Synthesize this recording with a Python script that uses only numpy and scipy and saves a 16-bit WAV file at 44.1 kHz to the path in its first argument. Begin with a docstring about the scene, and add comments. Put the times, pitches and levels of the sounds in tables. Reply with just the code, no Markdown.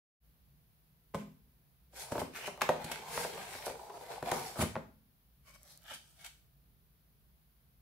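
"""In a small, quiet room a hand opens a paper-pulp egg carton on a cloth-covered table.
Fingers pat the lid and rub its rim, two tabs scrape and snap out of their holes,
the lid swings back and flops down, and the front flap is brushed open.
Blows are impulses that excite damped resonances; rubbing is stick-slip noise coloured by
the pulp; the walls answer with decaying noise, over a faint rumble and hiss."""
import sys
import numpy as np
from scipy import signal
from scipy.fft import rfft, irfft, next_fast_len
from scipy.io import wavfile
from scipy.ndimage import map_coordinates

SR = 44100
rng = np.random.default_rng(int(sys.argv[2]) if len(sys.argv) > 2 else 0)


def digitize_waveform(pressure):
    """Quantize a signal to 16-bit integers and store it at the path in sys.argv[1].

    Rows of a 2-D input are taken as channels; values are limited to [-1, 1].
    """
    field = np.atleast_2d(pressure).T
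    bounded = np.clip(field, -1, 1)
    quanta = np.round(bounded * 32767).astype(np.int16)
    wavfile.write(sys.argv[1], SR, quanta)


N = 344553

# Spectrum of fibre hiss. Each row: frequency in Hz, level in dB.
FIBRE_HISS = [(2500, -11.5), (4500, -0.5), (6500, -2.5), (8500, -1.5), (10500, -1.5), (13000, -5),
              (15500, -16)]
# Left-right likeness of nearby sound. Each row: frequency in Hz, correlation from -1 to 1.
LIKENESS = [(100, .79), (400, .84), (900, .65), (2000, .4), (4000, 0), (8000, -.05)]
# Resonances of the pulp edges. Each row: centre in Hz, width in Hz, level in dB.
EDGE_MODES = [(1175, 62, -8.5), (1586, 170, -1), (1892, 220, -2.5), (2230, 240, -1.5), (2650, 120, -1.5),
              (3060, 180, -5.5), (3670, 73, -2), (4400, 6000, -13.5)]
CRACKLE_DB = -2  # breaking fibres against the rasp


def amp(db):
    """Level law: decibels to a gain in amplitude."""
    return 10 ** (np.asarray(db) / 20)


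def unit(x):
    """Normalisation: scale to an rms of 1."""
    return x / np.sqrt(np.mean(x ** 2) + 1e-20)


def peaked(x, db):
    """Normalisation: scale to a peak level in dB."""
    return amp(db) * x / abs(x).max()


def along(points, hz):
    """Logarithmic pitch: interpolate (Hz, value) points on a log-frequency axis."""
    f, v = np.transpose(points)
    return np.interp(np.log(hz + 1), np.log(f + 1), v)


def wobble(rate):
    """Slow random modulation: a smooth curve through so many random knots a second."""
    values = rng.standard_normal(int(N * rate / SR) + 4)
    knots = np.arange(0, N * rate / SR + 1, 1 / 8)
    return np.interp(np.arange(N) * rate / SR, knots, map_coordinates(values, [knots]))


def filtered(x, response):
    """Linear filtering: multiply the spectrum of x by a complex response of frequency."""
    n = x.shape[-1]
    m = next_fast_len(n + min(n, SR // 4), True)
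    hz = np.float32(np.fft.rfftfreq(m, 1 / SR))
    return irfft(rfft(np.float32(x), m) * np.complex64(response(hz)), m)[..., :n]


def colour(points):
    """Spectral envelope: the zero-phase response through (Hz, dB) points."""
    return lambda hz: amp(along(points, hz))


def resonances(modes):
    """Modal superposition: damped (Hz, width, dB) modes, neighbours in opposite phase."""
    def response(f):
        return sum((-1) ** k * amp(db) * 1j * f * width / (centre * centre - f * f + 1j * f * width)
                   for k, (centre, width, db) in enumerate(modes))
    return response


def spread(pair, alike, response):
    """Interaural correlation: mix two unrelated signals into left and right of a given likeness."""
    def mid_side(hz):
        turn = np.arccos(np.clip(along(alike, hz), -1, 1)) / 2
        return response(hz) * np.array([np.cos(turn), np.sin(turn)])
    mid, side = filtered(pair, mid_side)
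    return np.array([mid + side, mid - side])


def add(track, s, sound):
    """Superposition: mix a sound into a track at time s in seconds."""
    part = track[round(s * SR):][:len(sound)]
    part += sound[:len(part)]


def gains(strokes):
    """Friction grows with speed: each stroke swells and fades, one gain curve per level column."""
    drop_db, roundness = 4.5, 1.62  # loss one rise or fall time from the peak; 1 = pointed, 2 = bell
    out, t = np.zeros((len(strokes[0][3:]), N)), np.arange(N) / SR
    for s, rise, fall, *levels_db in strokes:
        near = (t > s - 4 * rise) & (t < s + 4 * fall)
        u = np.maximum((s - t[near]) / rise, (t[near] - s) / fall)
        out[:, near] += amp(levels_db)[:, None] * amp(-drop_db * u ** roundness)
    return out


def shifting(x, depth_db, width_hz, hold):
    """Time-varying resonance: narrow bands come and go as the grip moves and the walls bend."""
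    hz, t, z = signal.stft(np.float32(x), SR, nperseg=1024)
    bands = np.log1p(hz / 3000) * 3000 / width_hz  # bands widen towards the treble
    rows, cols = np.meshgrid(bands, t / hold, indexing="ij")
    values = rng.standard_normal((int(rows.max()) + 2, int(cols.max()) + 2))
    field = unit(map_coordinates(values, [rows, cols], order=1))
    return signal.istft(z * amp(depth_db * np.clip(field, -2, 1.5)), nperseg=1024)[1][:, :N]


def friction(gain, response, catches, size_db, smooth, judder_db, shift_db):
    """Stick-slip: fibres catch so many times a second over a smooth slide; the grip judders."""
    first, last = np.flatnonzero(gain)[[0, -1]] // SR
    span = slice(first * SR, (last + 1) * SR)  # whole seconds that hold sound
    n, out = len(gain[span]), np.zeros((2, N))
    caught = rng.random(n) < catches / SR
    sizes = amp(size_db * np.minimum(rng.exponential(size=n), 3))
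    judder = amp(judder_db * wobble(90)[span])
    force = (unit(caught * sizes) + smooth) * judder * rng.standard_normal((2, n))
    force = shifting(force, shift_db, width_hz=75, hold=.08)[:, :n]
    out[:, span] = gain[span] * unit(spread(force, LIKENESS, response))
    return out


def crackle(response):
    """Brittle fracture: fibres break at random in tiny decaying noise bursts, rms 1 overall."""
    breaks_per_s, scatter_db, life_s = 260, 4, .0004
    sizes = amp(scatter_db * np.clip(rng.standard_normal(N), -2, 2))
    breaks = (rng.random(N) < breaks_per_s / SR) * sizes
    bursts = signal.lfilter([1], [1, -np.exp(-1 / (life_s * SR))], breaks)
    return unit(spread(bursts * rng.standard_normal((2, N)), LIKENESS, response))


def snags():
    """Relaxation: at random snags of the grip the level dips and recovers; a gain of rms 1."""
    snags_per_s, recovery_s, dip_db = 36, .003, -1
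    caught = rng.random(N) < snags_per_s / SR
    jerks = signal.lfilter([1], [1, -np.exp(-1 / (recovery_s * SR))], caught)
    return unit(amp(dip_db * np.minimum(jerks, 1)))


def background():
    """Stationary noise: a low room rumble that wavers, and the recorder's own faint hiss."""
    # Rumble before the low cut. Each row: frequency in Hz, level in dB.
    rumble_spectrum = [(18, -38), (30, -15), (56, 3), (86, -15), (150, -7.5), (222, -20), (335, -28.5),
                       (362, -28), (453, -28), (590, -33.5), (700, -32), (910, -64.5), (1540, -120)]
    # Recorder hiss. Each row: frequency in Hz, level in dB.
    hiss_spectrum = [(350, -12), (700, -1), (1200, -2.5), (2000, -5), (4500, -6.5), (6500, -12),
                     (8500, -15), (10000, -5), (12000, -1.5), (15500, 0)]
    low_cut = lambda hz: hz ** 4 / (hz ** 4 + 40 ** 4)
    noise = rng.standard_normal((2, N))
    rumble = unit(spread(noise, LIKENESS, lambda hz: colour(rumble_spectrum)(hz) * low_cut(hz)))
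    hiss = unit(filtered(rng.standard_normal((2, N)), colour(hiss_spectrum)))
    return amp(-68 + 1.1 * wobble(5.1)) * rumble + amp(-71) * hiss


def contacts(s, db, contact_hz, loss_db, count):
    """Inelastic rebound: each contact is weaker and softer than the last: (s, dB, cut-off Hz)."""
    interval_s, softening = 0.003143, 0.29  # softening: each cut-off over the one before
    return [(s + k * interval_s, db - k * loss_db, contact_hz * softening ** k) for k in range(count)]


def knocks():
    """Impact excitation: blows ring shell, tray and table; soft contact takes the treble away."""
    # The hollow carton at stiffness 1. Each row: centre in Hz, width in Hz, level in dB.
    shell_modes = [(399, 34, -0.5), (536.2, 42, 2), (578, 94, 0), (661.4, 160, 1.5), (885, 113, -3),
                   (1047, 85, -3.5), (1593, 380, -9), (1963, 100, -7.5), (2592, 540, -16),
                   (4023, 2400, -18)]
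    # The loaded tray bumping on the table. Each row: centre in Hz, width in Hz, level in dB.
    tray_modes = [(85, 55, -4), (166, 15, 2.5), (204, 24, -3), (249, 34.3, 2)]
    # The table top, ringing on after a push. Each row: centre in Hz, width in Hz, level in dB.
    table_modes = [(137.1, 5.7, -8), (157.4, 4.9, -2), (206, 6.7, -2.5), (246, 4.7, -3.5),
                   (385.7, 10, -10.5), (510, 8.1, -12.5), (668, 7.2, -14.5), (1010, 12, -16.5),
                   (1075, 12.88, -15)]
    # Table booms under heavy blows. Each row: start in seconds, peak in dB before the stereo tilt.
    table_booms = [(1.148, -34), (2.691, -44), (4.623, -43.5), (4.759, -54.5)]
    # Pats, snaps and knocks. Each row: start in seconds, shell peak in dB before the stereo tilt,
    # first contact cut-off in Hz, stiffness as a pitch factor, tray peak in dB before the tilt,
    # loss per rebound in dB.
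    blow_rows = [(1.14, -37, 912, 0.65, -51.5, 18), (1.1494, -30.5, 1340, 1.04, -38, 31.5),
                 (1.935, -53, 1000, 0.8, -72, 8), (2.113, -41, 911, 1.16, -51.5, 11.5),
                 (2.1204, -26, 1406, 0.87, -34.5, 9.5), (2.1546, -25.5, 900, 0.88, -42, 22),
                 (2.164, -35, 700, 0.78, -48.5, 17.5), (2.1759, -38, 1384, 1.1, -51, 11.5),
                 (2.1802, -28, 2136, 0.86, -40, 8.5), (2.2162, -26, 754, 0.96, -40.5, 24.5),
                 (2.228, -38, 500, .7, -40, 17), (2.443, -39, 1120, 1.2, -60, 17),
                 (2.4768, -30.5, 1790, 0.94, -46.5, 13), (2.482, -31.5, 1090, 1, -50, 18),
                 (2.576, -42.5, 1200, 1.13, -65, 6.5), (2.611, -28.5, 4980, 2.2, -63, 10.5),
                 (2.6167, -17, 3188, 1.6, -43.5, 21), (2.621, -28.5, 2000, 0.97, -56, 13.5),
                 (2.6907, -16.5, 2390, 0.99, -37, 3.5), (2.842, -41, 1200, 0.59, -40, 13),
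                 (2.915, -35, 2500, 1.07, -47, 7), (3.176, -24, 2200, 1.22, -46, 14.5),
                 (3.248, -26.5, 990, 0.95, -49, 14.5), (3.373, -40, 2014, 1.38, -71.5, 2.5),
                 (3.551, -38.5, 1550, 0.94, -52.5, 15), (3.6656, -29.5, 1480, 0.88, -54, 28),
                 (3.679, -31, 1400, 0.896, -59, 28), (3.699, -34.5, 1490, 1, -51, 22.5),
                 (4.2263, -28, 1350, 0.94, -40, 19), (4.318, -22, 1660, 0.96, -36.5, 21),
                 (4.558, -38, 1096, 0.91, -55.5, 19), (4.590, -30, 1296, 0.95, -31, 27),
                 (4.599, -35.5, 1210, .86, -30.5, 20), (4.610, -31, 2610, 0.96, -33, 18),
                 (4.623, -24, 1900, 0.92, -29, 29), (4.637, -34, 800, 0.864, -41.5, 16),
                 (4.755, -27.5, 2150, 1.33, -50, 24), (4.764, -25.5, 1280, 1, -36, 11.5),
                 (5.914, -44, 1780, 1.25, -58, 5)]
    out, blow = np.zeros(N), signal.unit_impulse(SR // 4)
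    bump = filtered(blow, lambda f: resonances(tray_modes)(f) / (1 + 1j * f / 300))
    radiated = lambda f: (1j * f / (170 + 1j * f)) ** 2  # thin walls radiate little bass
    for start, shell_db, first_hz, stiffness, tray_db, loss_db in blow_rows:
        shell = filtered(blow, lambda f: radiated(f) * resonances(shell_modes)(f / stiffness))
        for s, db, contact_hz in contacts(start, shell_db, first_hz, loss_db, count=3):
            ring = filtered(shell, lambda f: 1 / (1 + 1j * f / contact_hz) ** 2)
            add(out, s, peaked(ring, db))
        add(out, start, peaked(bump, tray_db))
    boom = filtered(signal.unit_impulse(SR // 2), resonances(table_modes))
    for s, db in table_booms:
        add(out, s, peaked(boom, db))
    return out * amp([[.6], [-.6]])  # slightly to the left


def room(x, wet):
    """Reverberation: decaying noise, each frequency at its own rate, a new tail every half second."""
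    # Decay. Each row: frequency in Hz, time to fall 60 dB in seconds.
    decay_times = [(100, .7), (250, 0.46), (700, 0.35), (2000, 0.37), (6000, 0.42), (14000, 0.3)]
    # Left-right likeness of the tail. Each row: frequency in Hz, correlation from -1 to 1.
    tail_likeness = [(150, 0.94), (400, 0.79), (800, 0.086), (1600, 0.026)]
    out, t = np.zeros((2, N)), np.arange(N) / SR
    for s in np.arange(1, 7, .5):
        hz, age, z = signal.stft(rng.standard_normal((2, SR * 2 // 3)), SR, nperseg=256)
        decay = amp(-60 * age / along(decay_times, hz)[:, None])
        tail = signal.istft(z * decay, SR, nperseg=256)[1]
        tail = tail * (1 - np.exp(-(t[:tail.shape[1]] / 0.0012) ** 2))  # the walls answer a little late
        tail = spread(tail / np.linalg.norm(tail[0]), tail_likeness, colour(wet))
        piece = x[:, round(s * SR):][:, :SR // 2]
        for ear, answer in zip(out, signal.fftconvolve(piece, tail, axes=1)):
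            add(ear, s, answer)
    return out


def pat():
    """Impulse response: the flat hand thumps the closed lid and its damped modes sound."""
    # The lid under the whole hand. Each row: centre in Hz, width in Hz, level in dB.
    lid_modes = [(160, 30, 1), (215, 55, 2), (450, 85, -3), (560, 90, -3), (1030, 150, -2)]
    out, ring = np.zeros(N), filtered(signal.unit_impulse(SR // 4), resonances(lid_modes))
    add(out, 1.146, peaked(ring, -28))
    return out


def slips():
    """Sudden sliding: as the grip gives way, rasp and hiss swell and die away a little more slowly."""
    # Pulp on pulp. Each row: peak time in seconds, swell in seconds, rasp level in dB, hiss level in dB.
    slip_rows = [(1.15, 0.0052, -50, -51), (1.19, .02, -60.5, -68.5), (2.02, 0.015, -60.5, -46.5),
                 (2.123, 0.0058, -51.5, -48), (2.2, 0.0057, -44.5, -44), (2.472, .007, -51, -49.5),
                 (2.611, 0.0022, -44, -56), (2.62, 0.0016, -29, -47), (2.693, 0.0023, -45, -41.5),
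                 (2.847, 0.0032, -48, -45), (2.919, 0.0034, -38.5, -43), (3.171, 0.044, -48, -45.5),
                 (3.242, 0.0046, -47, -50.5), (3.662, 0.0061, -52.5, -43.5), (4.228, 0.0014, -54, -50.5),
                 (4.317, 0.002, -34.5, -36), (4.615, 0.0075, -35, -45), (5.944, 0.0048, -77, -48),
                 (6.249, 0.0041, -50, -50), (6.265, 0.0021, -55, -48)]
    rasp, hiss = np.zeros(N), np.zeros(N)
    for s, swell, rasp_db, hiss_db in slip_rows:
        u = np.arange(-4 * swell, 6 * swell, 1 / SR) / swell
        speed = np.exp(-.5 * np.where(u < 0, u, u / 1.32) ** 2)
        add(rasp, s - 4 * swell, amp(rasp_db) * speed)
        add(hiss, s - 4 * swell, amp(hiss_db) * speed)
    return rasp, hiss


def slipping():
    """Friction-driven resonance: each quick slip rings the edges under a burst of fibre hiss."""
    rasp, hiss = slips()
    edges = friction(rasp, resonances(EDGE_MODES), catches=1700, size_db=3, smooth=0.6,
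                     judder_db=-0.5, shift_db=0.5)
    fibres = friction(hiss, colour(FIBRE_HISS), catches=2800, size_db=0.5, smooth=1.0,
                      judder_db=1.5, shift_db=-3.0)
    return edges + fibres


def lid_rubbing():
    """Sliding friction: under skin and tabs the shell drones, the rim rasps, fibres hiss and crack."""
    # Strokes on the lid. Each row: fastest moment in seconds, rise in seconds, fall in seconds,
    # then shell drone, rasp and fibre hiss levels in dB, before the snags.
    lid_strokes = [(1.985, 0.022, 0.051, -53.5, -58, -51.5), (2.19, 0.048, 0.031, -43, -58, -55),
                   (2.375, 0.024, 0.036, -55, -56, -56), (2.46, 0.026, 0.044, -51, -70, -72),
                   (2.645, 0.032, 0.044, -49.5, -63.5, -66.5), (2.715, 0.017, 0.064, -51.5, -57.5, -65.5),
                   (2.812, 0.0085, 0.021, -48, -67, -72), (2.92, 0.055, 0.047, -49.5, -52, -59.5),
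                   (3.2, 0.092, 0.064, -42.5, -51, -50.5), (3.39, 0.053, 0.083, -47.5, -53.5, -55.5),
                   (3.54, 0.03, 0.049, -59, -56.5, -53.5), (3.692, 0.056, 0.018, -47.5, -54.5, -55),
                   (3.82, 0.065, 0.077, -54.5, -72.5, -64), (3.96, 0.026, 0.023, -54, -75, -65),
                   (4.025, 0.021, 0.025, -55.5, -65.5, -62.5), (4.125, 0.032, 0.045, -47.5, -56, -56),
                   (4.28, 0.021, 0.019, -43.5, -50.5, -55), (4.35, 0.032, 0.033, -37.5, -52.5, -51),
                   (4.46, 0.052, 0.056, -49, -55, -50.5), (4.61, 0.024, 0.02, -34, -51, -57)]
    # Shell drone. Each row: frequency in Hz, level in dB.
    drone_spectrum = [(40, -16), (150, 0), (290, -14.5), (400, 1.5), (490, 5), (560, -0.5), (720, 8),
                      (950, 4), (1250, -5.5), (1900, -22.5)]
    # Rim rasp. Each row: frequency in Hz, level in dB.
    rasp_spectrum = [(900, -40), (1300, -7), (1550, 0.5), (1830, -6), (2200, -0.5), (2700, -7.5),
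                     (3200, -6.5), (3900, -8.5), (4500, -9.5), (5200, -19), (7000, -27.5)]
    drone, rasp, hiss = snags() * gains(lid_strokes)
    shell = friction(drone, colour(drone_spectrum), catches=1500, size_db=1.5, smooth=0.99,
                     judder_db=1.5, shift_db=3.5)
    rim = friction(rasp, colour(rasp_spectrum), catches=550, size_db=0.5, smooth=1.0,
                   judder_db=1.5, shift_db=3)
    fibres = friction(hiss, colour(FIBRE_HISS), catches=4100, size_db=1, smooth=0.99,
                      judder_db=0.9, shift_db=3.5)
    cracks = amp(CRACKLE_DB) * rasp * crackle(colour(rasp_spectrum))
    fine_cracks = amp(-6) * hiss * crackle(colour(FIBRE_HISS))  # the finest fibres crack too
    return shell + rim + fibres + cracks + fine_cracks


def tab_scrape():
    """Stiffening by bending: as the tab rasps through its hole, its resonance climbs overall."""
    # The dragged tab. 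Each row: time in seconds, level in dB before the resonance shapes it,
    # resonance in Hz.
    tab_path = [(2.33, -66, 1800), (2.338, -53.5, 1788), (2.351, -54, 1784), (2.364, -41, 1813),
                (2.378, -46, 1957), (2.386, -51, 2100), (2.42, -49.5, 2223), (2.448, -47, 2300),
                (2.461, -41.5, 2342), (2.478, -48, 2524), (2.49, -69, 2570)]
    width_hz, skirt_db = 560, -13  # standard deviation of the resonance; level far from it
    s, level_db, centre_hz = np.transpose(tab_path)
    gain = np.interp(np.arange(N) / SR, s, amp(level_db), left=0, right=0)
    grain_colour = colour([(400, -20.5), (1200, -6.5), (4000, -4), (9000, -11)])
    grain = friction(gain, grain_colour, catches=2200, size_db=0, smooth=.5, judder_db=1, shift_db=3)
    hz, t, z = signal.stft(np.float32(grain), SR, nperseg=256)
    peak = np.exp(-.5 * ((hz[:, None] - np.interp(t, s, centre_hz)) / width_hz) ** 2)
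    rasp = signal.istft(z * (peak + amp(skirt_db)), nperseg=256)[1][:, :N]
    return unit(rasp) * grain.std()  # the overall level stays that of the grain


def ticks():
    """Transient release: single dry ticks as the pulp gives, each a decaying noise burst."""
    # Ticks. Each row: start in seconds, peak in dB, low-cut corner in Hz.
    tick_rows = [(2.576, -43, 1000), (2.6172, -29, 1000), (2.629, -35, 1000), (2.699, -35, 1000),
                 (2.846, -36, 2000), (3.668, -36, 1000), (4.2266, -42, 1000), (5.552, -48, 1500),
                 (5.6314, -38, 6000), (5.721, -46, 4000), (5.76, -48, 5000), (5.7748, -42, 5000),
                 (5.7758, -40, 5000), (5.82, -48, 6000), (5.8325, -47, 5000), (5.84, -46, 4500),
                 (5.951, -41, 2000), (6.247, -38, 1200), (6.267, -36, 800)]
    # Tick before the low cut. Each row: frequency in Hz, level in dB.
    tick_spectrum = [(500, -16), (1500, -7), (3300, -9), (6000, -1), (9000, 0), (15000, -4)]
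    out, t = np.zeros((2, N)), np.arange(SR // 50) / SR
    for s, db, low_hz in tick_rows:
        burst = np.exp(-t / .0007) * rng.standard_normal((2, len(t)))
        low_cut = lambda hz: hz ** 4 / (hz ** 4 + low_hz ** 4)
        tick = spread(burst, LIKENESS, lambda hz: colour(tick_spectrum)(hz) * low_cut(hz))
        for ear, sound in zip(out, peaked(tick, db)):
            add(ear, s, sound)
    return out


def pops():
    """Cavity resonance: the lid springs as a tab lets go or the rim drops, and its hollow rings."""
    # The hollow under the lid. Each row: centre in Hz, width in Hz, level in dB.
    hollow_modes = [(340, 33, -9.5), (395, 11, -9), (491, 14.3, 0.5), (610, 46, 2), (668, 20.5, 1.5),
                    (719, 20, -0.5), (765, 28, -2.5), (935, 55, -9)]
    # Springing lid. Each row: start in seconds, peak in dB.
    pop_rows = [(2.6925, -21), (3.249, -41.5), (3.667, -38), (4.32, -30)]
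    out, ring = np.zeros(N), filtered(signal.unit_impulse(SR // 3), resonances(hollow_modes))
    for s, db in pop_rows:
        add(out, s, peaked(ring, db))
    return out


def creaks():
    """Stick-slip: each short slip under the pressing thumb is a run of catches that ring the lid."""
    # Slips under the thumb. Each row: peak time in seconds, level in dB.
    creak_rows = [(3.755, -48), (3.80, -49.5), (3.836, -49), (3.882, -51), (3.906, -49), (3.947, -47),
                  (3.973, -47), (4.025, -51), (4.107, -45), (4.132, -44.5), (4.18, -49.5)]
    # The creaking lid. Each row: centre in Hz, width in Hz, level in dB.
    creak_modes = [(417, 57, -4.5), (500, 60, -6.5), (700, 110, 1.5), (830, 110, 1.5), (980, 160, -2.5)]
    rise_s, fall_s = 0.0081, 0.0079
    gain, = gains([(s, rise_s, fall_s, db) for s, db in creak_rows])
    return friction(gain, resonances(creak_modes), catches=800, size_db=1.5, smooth=0.77,
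                    judder_db=2, shift_db=2.5)


def lid_landing():
    """Air displacement: the lid brushes onto the cloth and pushes out a soft, low puff."""
    # Brush on the cloth. Each row: fastest moment in seconds, rise in seconds, fall in seconds, level in dB.
    landing_strokes = [(4.617, 0.021, 0.01, -35.5)]
    # Cloth swish. Each row: centre in Hz, width in Hz, level in dB.
    swish_modes = [(3144, 110, -2.5), (4295, 670, -7), (10200, 1100, -1)]
    # Puff of air before its band limits. Each row: centre in Hz, width in Hz, level in dB.
    puff_modes = [(65, 18, -6.5), (97, 25, 6)]
    out = friction(gains(landing_strokes)[0], resonances(swish_modes), catches=2000, size_db=0.5,
                   smooth=0.96, judder_db=6.5, shift_db=4)
    band = lambda f: (1j * f / (45 + 1j * f)) ** 2 / (1 + 1j * f / 200)
    puff = filtered(signal.unit_impulse(SR // 4), lambda f: resonances(puff_modes)(f) * band(f))
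    for ear in out:
        add(ear, 4.624, peaked(puff, -30))
    return out


def flap_rubbing():
    """Shape-dependent modes: fingers brush the front flap, whose resonances change as it folds."""
    # Strokes on the flap. Each row: fastest moment in seconds, rise in seconds, fall in seconds,
    # then flap drone, rasp and fibre hiss levels in dB, before the snags.
    flap_strokes = [(5.485, 0.017, 0.028, -61.5, -75, -62.5), (5.552, 0.0077, .008, -59.5, -75.5, -63.5),
                    (5.71, 0.06, 0.041, -66.5, -84, -60.5), (5.925, 0.036, 0.027, -49.5, -58, -53),
                    (6.1, 0.06, 0.096, -78, -98, -69), (6.215, 0.018, 0.02, -65.5, -62, -65),
                    (6.26, 0.011, 0.014, -54, -57, -61.5)]
    # The flap standing upright. Each row: centre in Hz, width in Hz, level in dB.
    upright_modes = [(620, 80, -6), (1090, 90, -1), (1230, 120, -7), (1410, 110, -4), (2260, 120, -1),
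                     (3030, 120, -7)]
    # The flap half bent. Each row: centre in Hz, width in Hz, level in dB.
    bent_modes = [(600, 80, 1), (790, 100, -5), (1230, 380, -6), (2250, 200, -10)]
    # The flap folded outward. Each row: centre in Hz, width in Hz, level in dB.
    folded_modes = [(700, 110, 0), (1000, 160, -10), (1210, 140, -5), (1640, 330, -4), (2330, 300, -7),
                    (3100, 400, -4), (3700, 500, -7)]
    # Four times in seconds: it bends between the first two and tips over between the last two.
    fold_times = (5.57, 5.62, 5.77, 5.85)
    drone, rasp, hiss = snags() * gains(flap_strokes)
    # 0 = upright, 1 = half bent, 2 = folded
    stage = np.interp(np.arange(N) / SR, fold_times, [0.17, 1, 1.4, 2])
    flap = np.zeros((2, N))
    for k, modes in enumerate((upright_modes, bent_modes, folded_modes)):
        share = np.maximum(1 - abs(stage - k), 0)
        flap += friction(drone * share, resonances(modes), catches=980, size_db=0.5, smooth=.6,
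                         judder_db=1, shift_db=4)
    edges = friction(rasp, resonances(EDGE_MODES), catches=1400, size_db=1.0, smooth=0.4,
                     judder_db=2, shift_db=6)
    fibres = friction(hiss, colour(FIBRE_HISS), catches=1400, size_db=-0.5, smooth=0.8,
                      judder_db=0.5, shift_db=3.5)
    cracks = amp(CRACKLE_DB) * rasp * crackle(resonances(EDGE_MODES))
    return flap + edges + fibres + cracks


def scene():
    """Direct and reflected sound: the carton close by, in its room."""
    # Send to the walls, in dB: blows, the lid's rubbing, the flap, the slips.
    room_send_db = (-1, -1.5, -3.5, .5)
    blows = pat() + knocks() + pops() + lid_landing()
    slides = slipping()
    lid = lid_rubbing() + creaks() + tab_scrape()
    flap = flap_rubbing()
    sent = sum(amp(db) * x for db, x in zip(room_send_db, (blows, lid, flap, slides)))
    walls = room(sent, wet=[(100, -9.0), (250, -1.5), (700, -6.0), (2500, -2.0), (10000, -4.0)])
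    rubbing = (lid + flap + slides) * amp([[.3], [-.3]])  # slightly to the left
    return blows + rubbing + ticks() + walls + background()


def record(dry):
    """Band limiting: the recorder opens after a moment and keeps nothing above 15750 Hz."""
    opening = np.interp(np.arange(N) / SR, [.2, .25], [0, 1])
    return filtered(dry * opening, lambda hz: hz < 15750)


dry = scene()
out = record(dry)
digitize_waveform(out)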